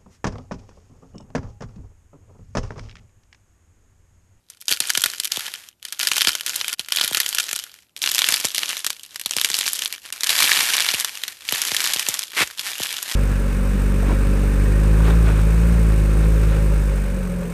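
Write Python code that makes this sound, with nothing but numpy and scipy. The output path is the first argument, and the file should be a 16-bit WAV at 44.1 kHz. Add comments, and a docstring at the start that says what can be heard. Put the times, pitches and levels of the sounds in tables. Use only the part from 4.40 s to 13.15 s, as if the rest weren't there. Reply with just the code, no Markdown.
"""Dried paint cracks as hands crush the balls of soft clay it coats, close by in a small room.
Each squeeze swells, holds and fades. Brittle fracture gives loud snaps, which set off avalanches of
fine crackle and excite the modes of the painted shell. Some breaks give a low pop that glides down.
The soft clay squishes underneath and once rips apart, over a quiet room tone."""
import sys
import numpy as np
from scipy import signal
from scipy.fft import rfft, irfft, next_fast_len
from scipy.io import wavfile
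from scipy.ndimage import uniform_filter1d, minimum_filter1d, map_coordinates

SR = 44100
rng = np.random.default_rng(int(sys.argv[2]) if len(sys.argv) > 2 else 0)


def file_out(sig):
    """Save sig as 16-bit WAV at sys.argv[1]."""
    # one column per channel
    cols = np.atleast_2d(sig).T
    # limit, then scale
    lim = np.clip(cols, -1, 1)
    pcm = np.round(lim * 32767).astype(np.int16)
    wavfile.write(sys.argv[1], SR, pcm)


N = 385950
TOP_HZ = 13250
CREEP_S = .0015  # a crack creeps this long before it runs


def amp(db):
    """Amplitude ratio of a level in decibels."""
    return 10 ** (np.asarray(db) / 20)


def unit(x):
    """Normalisation to rms 1."""
    return x / np.sqrt(np.mean(x ** 2) + 1e-20)


def along(points, hz):
    """Interpolation of (Hz, value) points on a log frequency axis."""
    knots_hz, values = np.transpose(points)
    return np.interp(np.log(hz + 1), np.log(knots_hz + 1), values)


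def filtered(x, response):
    """Linear filtering: the spectrum times a frequency response."""
    size = next_fast_len(N + SR // 2)
    return irfft(rfft(x, size) * response(np.fft.rfftfreq(size, 1 / SR)), size)[:N]


def noise(colour, grains_per_s=SR):
    """Coloured shot noise of rms 1; sparse grains sound gritty."""
    grains = rng.standard_normal(N) * (rng.random(N) < grains_per_s / SR)
    return unit(filtered(grains, lambda hz: amp(along(colour, hz))))


def placed(times, sounds):
    """Superposition of short sounds (rows), each starting at its time."""
    index = np.round(np.maximum(times, 0) * SR).astype(int)[:, None] + np.arange(sounds.shape[1])
    return np.bincount(index.ravel(), sounds.ravel(), N)[:N]


def wobble(knots_per_s):
    """Smooth modulation: a spline through random knots."""
    return map_coordinates(rng.standard_normal(2000), [np.arange(N) * knots_per_s / SR], mode="mirror")


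# Spectrum of the room's background. Each row: frequency in Hz, gain in dB.
ROOM_TONE_COLOUR = [(20, -14), (45, -16.5), (75, -0.5), (110, -4), (200, -9.5), (500, -16), (2000, -25),
                    (12000, -25)]

def room_tone():
    """Stationary noise, strongest in the bass."""
    return amp(-68) * noise(ROOM_TONE_COLOUR)


# Grips of the hands. Each row: start, attack, hold and fade in seconds, level in dB,
# loss over the fade in dB, moisture (dull over bright) in dB.
SQUEEZES = [(0.07, .03, .03, .05, -57, 6, -1), (0.19, .02, .04, .02, -57, 0, -11),
            (0.265, .03, .03, .06, -31.5, 10, -9), (0.387, .03, .24, .22, -33, 10, -7.5),
            (0.894, .03, .03, .33, -32, 17, -0.5), (1.411, .04, .1, 0.033, -50, 1, 0),
            (1.576, .035, .28, .11, -31, 10, -4.5), (1.95, .11, .16, .125, -35, 4, -4),
            (2.385, .015, .02, .08, -50, 5, -4), (2.489, .05, .47, .22, -33, 7, -4.5),
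            (3.2, .03, .03, .175, -50, 6, 0.5), (3.555, .015, .03, .01, -50, 0, -7),
            (3.598, .04, .32, .16, -28, 8, -5.5), (4.101, .07, .06, .3, -30, 12, -5),
            (4.5, .04, .27, .08, -48, 2.5, -5.5), (4.859, .12, .24, .24, -30, 4, -7),
            (5.449, .04, .02, .11, -43, 6, 0.5), (5.581, .07, .03, .12, -41, 5, 4),
            (5.78, .13, .24, .1, -25.5, 4, 6), (6.17, .08, .16, .58, -26, 22, 3.5),
            (6.96, .17, .41, .3, -29, 8, 0.5), (7.75, .05, .03, .12, -35, 12, -7),
            (7.909, .05, .12, .09, -37, 10, 2), (8.13, .08, .28, .3, -33, 1, 3)]

def hands(rise_db=24, release_db_per_s=451.5, resting_db=-76):
    """Envelopes of grip and moisture in dB: a squeeze swells, holds, fades as the shell yields, stops."""
    start, attack, hold, fade, db, loss_db, moisture_db = np.transpose(SQUEEZES)[:, :, None]
    clock = np.arange(0, N / SR, .001)
    age = clock - start
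    fading = age - attack - hold
    squeeze_db = db - rise_db * np.maximum(1 - age / attack, 0)
    squeeze_db -= loss_db * np.clip(fading / fade, 0, 1)
    squeeze_db -= release_db_per_s * np.maximum(fading - fade, 0)
    per_sample = lambda curve: np.interp(np.arange(N) / SR, clock, curve)
    grip_db = per_sample(np.maximum(squeeze_db.max(0), resting_db))
    grip_db += 1.3 * wobble(22)  # the shell gives way in small fits
    patches_db = 3 * wobble(22)  # dry paint and wet clay take turns under the fingers
    return grip_db, per_sample(moisture_db[squeeze_db.argmax(0), 0]) + patches_db


def cracks(colour, dull_db, sharp_db, resonance_db, flutter_db, flutter_t60, size):
    """Brittle fracture in clicks of energy 1: a crack creeps, runs, and the loosened flake flutters."""
    count = len(dull_db)
    t = np.arange(size) / SR - CREEP_S
    after = np.maximum(t, 0)
    run_t60 = .0022 * amp(np.clip(-.5 * sharp_db, -3, 6))[:, None]  # blunt cracks run longer
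    creep = amp(-11.5 + 13 * t / CREEP_S)
    release = amp(-60 * after / run_t60) + amp(flutter_db - 60 * after / flutter_t60)
    push = rng.standard_normal((count, size)) * np.where(t < 0, creep, release)
    push[:, round(CREEP_S * SR)] = 0.69 * rng.choice([-1, 1], count)  # the instant of breaking
    hz = np.fft.rfftfreq(size, 1 / SR)
    # wide flakes sound dull and resonate lower, small ones sound sharp
    dull_band = along([(700, 0.98), (1700, 1.0), (2900, 0.43)], hz)
    sharp_band = along([(4200, 0.046), (7000, 0.93)], hz)
    shape_db = along(colour, hz) + np.outer(dull_db, dull_band) + np.outer(sharp_db, sharp_band)
    flake_hz = 2900 * 2 ** (-.045 * dull_db + 0.42 * rng.standard_normal(count))
    shape_db += resonance_db / (1 + (np.log((hz + 1) / flake_hz[:, None]) / 0.11) ** 2)
    cepstrum = irfft(shape_db * np.log(10) / 20)  # minimum phase: the flake answers only after the push
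    cepstrum[:, 1:size // 2] *= 2
    cepstrum[:, size // 2 + 1:] = 0
    click = irfft(rfft(push) * np.exp(rfft(cepstrum)) * (hz < TOP_HZ))
    return click / np.linalg.norm(click, axis=1, keepdims=True)


# Spectrum of fine cracks in paint. Each row: frequency in Hz, gain in dB.
FINE_COLOUR = [(60, -34), (250, -19), (700, -17), (1100, -10), (1600, -6), (2300, -6.5), (3100, -1.5),
               (4500, -3.5), (6500, -5), (9500, -9.5), (12000, -7.5), (14000, -20)]

def crackle(effort_db, moisture_db, level_db, scatter_db, count):
    """Acoustic emission: random cracks grow denser and louder with effort, duller with moisture."""
    density = amp(.35 * effort_db)
    density *= count / density.sum()  # cracks per sample
    thresholds = np.arange(count) + 2 * rng.random(count)
    onsets = np.minimum(np.searchsorted(np.cumsum(density), thresholds), N - 1)
    bulk, dull, sharp = np.clip(rng.standard_normal((3, count)), -2, 2)
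    dull_db = 0.62 * moisture_db[onsets] + 3 * dull
    sharp_db = -.5 * moisture_db[onsets] + 4 * sharp
    click = cracks(FINE_COLOUR, dull_db, sharp_db,
                   resonance_db=9, flutter_db=-15, flutter_t60=.025, size=512)
    strength = unit(amp(scatter_db * bulk)) * amp(effort_db[onsets] + level_db) / np.sqrt(density[onsets])
    return placed(onsets / SR - CREEP_S, click * strength[:, None])


def crumbs(effort_db, moisture_db):
    """Friction: dry crumbs of paint grind in a dense stream of tiny ticks."""
    level_db = effort_db - 5 - 0.083 * np.maximum(moisture_db, 0)
    return amp(level_db) * noise(FINE_COLOUR, grains_per_s=2200)


# Spectra of moist clay tearing and squishing. Each row: frequency in Hz, gain in dB.
TEARING_COLOUR = [(300, -30), (800, -13.5), (1150, -13.5), (1800, -6.5), (2600, -7), (4000, -8),
                  (8000, -11.5)]
SQUISH_COLOUR = [(30, -20), (80, 3), (150, -5.5), (300, 3.5), (600, 3.5), (1200, -24.5), (3000, -31.5)]

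def clay(effort_db, moisture_db):
    """Plastic deformation: clay tears, and squishes in lumps that grow less than the effort does."""
    tearing = amp(effort_db + moisture_db - 0.5) * noise(TEARING_COLOUR, grains_per_s=2200)
    squish = amp(-35 + 0.73 * effort_db + 2.3 * wobble(30)) * noise(SQUISH_COLOUR)
    return tearing + squish


# Loud breaks of the shell. Each row: time in seconds, relative level in dB,
# dull-band boost in dB, sharp-band boost in dB.
SNAPS = [(0.1012, -34, -1, 12), (0.2073, -42.5, -11.5, 13.5), (0.2142, -34.5, -23.5, 6.5),
         (0.2825, -13.5, -4, -1.5), (0.2925, -22, -6.5, -0.5), (0.3142, -14.5, -7.5, -2.5),
         (0.3246, -10.5, -2, -4), (0.4037, -10.5, -3.5, 1.5), (0.4965, -22.5, 1, -1.5),
         (0.5028, -12, 6.5, 1), (0.552, -16, 4, -0.5), (0.5755, -11.5, 2, 3), (0.619, -18, 6.5, 16),
         (0.639, -8, 0.5, -1), (0.6608, -14, 3.5, 0), (0.8003, -16, -1.5, 5), (0.8361, -25.5, -9.5, 4),
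         (0.8472, -20.5, -8.5, 8), (0.854, -18.5, -3, 6), (0.9203, -14.5, -25, -1.5), (1.139, -25, 4.5, -3),
         (1.2883, -34, -3, 8.5), (1.428, -34.5, 4.5, 5), (1.4519, -25.5, -3.5, -2.5),
         (1.486, -34, -2.5, -5), (1.5248, -22, -4, 2), (1.5937, -20.5, 1, 10.5), (1.5998, -20, 0, -3),
         (1.613, -19.5, -6, -5), (1.6315, -17.5, 4.5, -0.5), (1.6719, -11, 3, -2.5),
         (1.6864, -21, -3.5, -6), (1.7167, -13, 6.5, -4.5), (1.7676, -16.5, 9, 5), (1.7817, -14.5, 2, 3.5),
         (1.8091, -14, 7, -1), (1.8181, -9, 3, -1), (1.8488, -16, -0.5, -8), (1.872, -6, -3.5, -2.5),
         (1.892, -13.5, 5.5, 1.5), (1.9522, -17.5, 6, -1), (2.0096, -22.5, 5, 6.5), (2.064, -18.5, 3, 4),
         (2.0952, -19.5, 9.5, 9), (2.1605, -17, 8, 17), (2.2125, -18, 9.5, -11.5), (2.2816, -18, 5, 4),
         (2.3298, -20, 4.5, 0.5), (2.3383, -23, 11, 4.5), (2.3951, -18.5, -8, 0), (2.4863, -27, -1, 4),
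         (2.5223, -13, -2, -3), (2.5627, -19, 0.5, 15), (2.5718, -14, -2.5, -5.5), (2.5857, -17, 4, -10),
         (2.6122, -11, 4.5, -2.5), (2.618, -23.5, -10, -11), (2.6386, -17.5, 3, -1), (2.6463, -17, 6.5, 1),
         (2.6782, -17, 0.5, 6), (2.7317, -21.5, -1, 2), (2.7477, -13, 8.5, -3.5), (2.7714, -13, 1, 4),
         (2.8024, -10.5, 4, 2), (2.863, -18, 9, 5.5), (2.8905, -19, 5, 21), (2.9484, -17, 5, 9),
         (2.9854, -12.5, 2.5, -1), (2.9998, -18.5, 10.5, -1.5), (3.0911, -23, 0, -5), (3.1126, -22.5, 7, 3),
         (3.1306, -17.5, 14, 12), (3.1621, -19, 3.5, 11.5), (3.1906, -23.5, -5.5, 0), (3.239, -27.5, 1, 1),
         (3.565, -29, 1.5, -0.5), (3.5746, -36, 5, 5.5), (3.6189, -19.5, 1.5, 5), (3.6399, -15.5, 5, -4),
         (3.6617, -15.5, -5, -10), (3.675, -15, -1.5, -8.5), (3.6913, -19.5, -6, -5.5),
         (3.7161, -16, 4.5, 5), (3.748, -14, 1.5, 8), (3.7817, -13.5, 0, 0), (3.7908, -8, 4, 2.5),
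         (3.8191, -10.5, 2, -6.5), (3.8429, -11.5, 2.5, -7), (3.8887, -10.5, 7, 0.5),
         (3.8997, -25.5, 7.5, -18), (3.9235, -12, 2, -5), (3.941, -10.5, 1.5, -5.5), (4.047, -18.5, 15, 5),
         (4.0524, -12.5, 1.5, 6.5), (4.1474, -17.5, 2, 4), (4.181, -14, 7.5, 2), (4.2329, -17, 7, -8),
         (4.2915, -21, 9, 6.5), (4.3691, -22, 12, 1), (4.4461, -19, 5, 0), (4.466, -13.5, 13.5, 3.5),
         (4.5038, -18, 5, 3), (4.6337, -32, -28.5, 7), (4.7596, -24, 4.5, 1.5), (4.797, -26, 0.5, 4),
         (4.814, -25, 7, 4), (4.8605, -15.5, 1.5, -3.5), (4.91, -17, 3.5, 2.5), (4.9357, -22.5, 0.5, -5),
         (4.9665, -16.5, 7.5, 9), (4.9852, -17, 4, -5.5), (5.0143, -13, 4, 2), (5.0471, -8.5, 2, 0),
         (5.1016, -18, 6, 3), (5.143, -13.5, -2, -5.5), (5.1886, -15, 17.5, 12.5), (5.2114, -18, 5, -12),
         (5.2637, -19, -2, -7), (5.2788, -17, 2.5, -1.5), (5.3328, -15.5, 9, 15), (5.4212, -17.5, 1.5, -7),
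         (5.4584, -16.5, 0, -3.5), (5.5263, -21.5, -5.5, -2), (5.7256, -20.5, 0, 0), (5.8083, -21, 0, 1.5),
         (5.8346, -14.5, 1, 0.5), (5.8428, -17, 5, 6), (5.8709, -15, 0, 3.5), (5.8937, -10, -2, -4.5),
         (5.9051, -15.5, 7, 4), (5.9636, -23.5, -3, -7), (5.99, -12, -1, -3), (6.0044, -10, 5, -4),
         (6.0238, -12.5, 11, 0.5), (6.0298, -13, 4, 7), (6.0419, -12.5, 8.5, -10.5), (6.0936, -16, 7, -9),
         (6.1165, -9, 10.5, -18), (6.1222, -24, 2, -5), (6.1339, -21, 3, -12), (6.1743, -16, 3, -1),
         (6.2076, -15, 2, -7.5), (6.3678, -14, 4.5, 2), (6.381, -15, -1.5, -21.5), (6.4048, -13.5, 8, -3.5),
         (6.4164, -20, 0, -14.5), (6.4884, -11.5, -0.5, -11), (6.5396, -17, 0, -2), (6.546, -17, -4.5, -5),
         (6.5996, -17, -1, 9), (6.6085, -19, -1, 6), (6.647, -14.5, 7, 0.5), (6.8365, -18, -0.5, -5),
         (6.8806, -22, 0, -0.5), (7.089, -17, -12.5, -13), (7.1106, -26, 15, -2), (7.124, -15.5, 1.5, 3.5),
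         (7.15, -22.5, 17, 19.5), (7.218, -15, 7.5, 6), (7.2516, -20, 10.5, 3.5), (7.3177, -18.5, 13, 2),
         (7.3469, -16, 17, 0.5), (7.3661, -13.5, 1, -1), (7.4048, -16.5, 3, -0.5), (7.457, -18.5, -14, 7.5),
         (7.474, -17.5, -15, -1), (7.536, -14.5, -11, 8.5), (7.5621, -20, -6.5, -6.5),
         (7.5957, -15, 3.5, 8), (7.6873, -11, -1.5, 14), (7.742, -18, 9, 7), (7.7922, -17, 2.5, 8),
         (8.1943, -20, 6, -11), (8.4344, -18, -4.5, 3), (8.628, -20, 12.5, 15)]
# Spectrum of a snap. Each row: frequency in Hz, gain in dB.
SNAP_COLOUR = [(25, -42.5), (70, -35.5), (250, -22), (700, -18), (1100, -12.5), (1600, -7.5), (2300, -6),
               (3100, 0.5), (4500, -0.5), (6500, -4.5), (9500, -6.5), (12000, -5), (14000, -16.5)]

def snaps():
    """Sudden release of strain: whole plates of paint break, each with its own level and colour."""
    times, db, dull_db, sharp_db = np.transpose(SNAPS)
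    click = cracks(SNAP_COLOUR, dull_db, sharp_db,
                   resonance_db=3, flutter_db=-14, flutter_t60=.03, size=1024)
    return placed(times - CREEP_S, click * amp(db + 2.5)[:, None] * np.sqrt(0.0028 * SR))


def aftershocks(grip_db, kick_db=-19, decay_s=.014):
    """Relaxation: each snap adds a decaying avalanche to the grip's power, giving the effort in dB."""
    times, db = np.transpose(SNAPS)[:2]
    kicks = placed(times, amp(db + kick_db)[:, None] ** 2)
    avalanche = signal.lfilter([1], [1, -np.exp(-1 / (decay_s * SR))], kicks)
    return 10 * np.log10(amp(grip_db - 1.5) ** 2 + avalanche)


# Modes of the first and later shells. Each row: frequency in Hz, bandwidth in Hz, gain in dB.
FIRST_MODES = [(1430, 89, 3), (1720, 99, -3.5), (2410, 80, -5), (3040, 96, -8), (3180, 95, -7),
               (4560, 390, -17.5)]
LATER_MODES = [(1076, 56, -7), (1780, 110, -7), (2320, 76, -4), (2840, 53, -13.5), (3380, 170, -20)]

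def shell(breaks, next_piece_s=3.5):
    """Modal resonance: every crack rings the painted shell; later pieces have other modes."""
    def ring(modes):
        return filtered(breaks, lambda hz: sum(
            amp(db) * 1j * hz * width / (centre ** 2 - hz ** 2 + 1j * hz * width)
            for centre, width, db in modes))
    return np.where(np.arange(N) < next_piece_s * SR, ring(FIRST_MODES), ring(LATER_MODES))


# Reverberation times of the room. Each row: frequency in Hz, time to fall 60 dB in seconds.
ROOM_T60 = [(150, 0.38), (1000, 0.082), (3200, 0.19), (7000, 0.08), (13000, 0.87)]

def room(direct, delay_s=.003):
    """Reverberation: convolution with a noise tail in which each frequency decays at its own rate."""
    hz, t, spectra = signal.stft(rng.standard_normal(SR // 2), SR, nperseg=256)
    decay = amp(-60 * t / along(ROOM_T60, hz)[:, None])
    tail = signal.istft(spectra * decay, SR, nperseg=256)[1]
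    delayed = np.pad(direct, (round(delay_s * SR), 0))
    return signal.fftconvolve(delayed, tail / np.linalg.norm(tail))[:N]


# Breaks that pop. Each row: start in seconds, relative level in dB.
POPS = [(0.313, -24), (0.4044, -29), (0.5738, -23), (0.6556, -26), (0.972, -23), (1.8712, -18.5),
        (2.3938, -30.5), (2.6377, -26.5), (2.7113, -22.5), (2.769, -28.5), (3.1292, -32.5), (3.8883, -28.5),
        (3.9212, -28), (4.0453, -17.5), (4.8592, -29.5), (4.9647, -22), (5.1004, -29), (6.0233, -32),
        (6.173, -29), (6.5377, -20.5), (7.123, -19.5), (7.316, -22.5), (7.5585, -24.5), (7.6835, -21.5),
        (8.0053, -15.5), (8.0224, -16), (8.4, -19.5)]
# Spectrum of a pop. Each row: frequency in Hz, gain in dB.
POP_COLOUR = [(20, -38), (55, -14), (110, -2.5), (300, 0.5), (700, 0), (1300, -4), (3000, -44)]

def pops(size=4096):
    """Dispersion: each frequency arrives the same number of its own cycles late, so a pop glides down."""
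    times, db = np.transpose(POPS)
    turn, pace, depth = rng.random((len(times), 3)).T[:, :, None]
    hz = np.fft.rfftfreq(size, 1 / SR)
    colour = amp(along(POP_COLOUR, hz * (0.97 + 0.34 * depth)))  # no two pops have the same size
    delay_cycles = 1.5 * (.8 + 0.395 * pace)
    phase = 2 * np.pi * (turn - delay_cycles * np.log(hz + 1))
    pop = irfft(colour * np.exp(1j * phase))
    pop /= np.linalg.norm(pop, axis=1, keepdims=True)
    return placed(times, pop * amp(db + 15.5)[:, None])


# Dips between squeezes. Each row: start in seconds, end in seconds, gain in dB.
HUSHES = [(1.289, 1.395, -8), (2.349, 2.38, -23.5), (5.705, 5.724, -26)]

def hush(ramp_s=.0024):
    """Gating: a gain that drops abruptly in some pauses."""
    t = np.arange(N) / SR
    dip_db = sum(float(db) * ((t > start) & (t < end)) for start, end, db in HUSHES)
    return amp(uniform_filter1d(dip_db, round(ramp_s * SR)))


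# Envelope of bare clay ripping. Each row: time in seconds, level in dB.
RIP_ENVELOPE = [(7.925, -70.5), (7.935, -28.5), (7.955, -49.5), (7.97, -20.5), (7.995, -16.5), (8.012, -14),
                (8.028, -16), (8.041, -24), (8.046, -80.5)]
# Spectrum of the rip. Each row: frequency in Hz, gain in dB.
RIP_COLOUR = [(40, -29), (120, -27), (300, -10.5), (700, -12), (1300, -4), (2100, 2.5), (3200, -3),
              (5000, -9), (12000, -15)]

def rip():
    """Tensile failure: strands of clay part in a gritty ripping swell that stops abruptly."""
    times, db = np.transpose(RIP_ENVELOPE)
    level_db = np.interp(np.arange(N) / SR, times, db, left=-np.inf, right=-np.inf)
    return amp(level_db) * noise(RIP_COLOUR, grains_per_s=3200)


def scene():
    """Superposition of breaking paint, yielding clay, faint reverberation and room tone."""
    grip_db, moisture_db = hands()
    effort_db = aftershocks(grip_db)
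    hairlines = crackle(effort_db, moisture_db, level_db=2, scatter_db=10.5, count=3200)
    flakes = crackle(effort_db, moisture_db, level_db=-1, scatter_db=1, count=230)
    breaks = snaps() + flakes + hairlines
    rustle = crumbs(effort_db, moisture_db) + clay(effort_db, moisture_db)
    direct = amp(-1) * breaks + shell(breaks) + rustle + pops() + rip()
    crushing = direct + amp(-21.5) * room(direct)
    return (hush() * crushing + room_tone())[None]


def record(dry, ceiling=.98):
    """Peak limiting holds down the tallest snaps; a steep low-pass then limits the band."""
    needed_gain = np.minimum(1, ceiling / (np.abs(dry[0]) + 1e-9))
    gain = uniform_filter1d(minimum_filter1d(needed_gain, size=15), size=15)
    return filtered(dry[0] * gain, lambda hz: 1 / np.sqrt(1 + (hz / TOP_HZ) ** 160))[None]


dry = scene()
out = record(dry)
file_out(out)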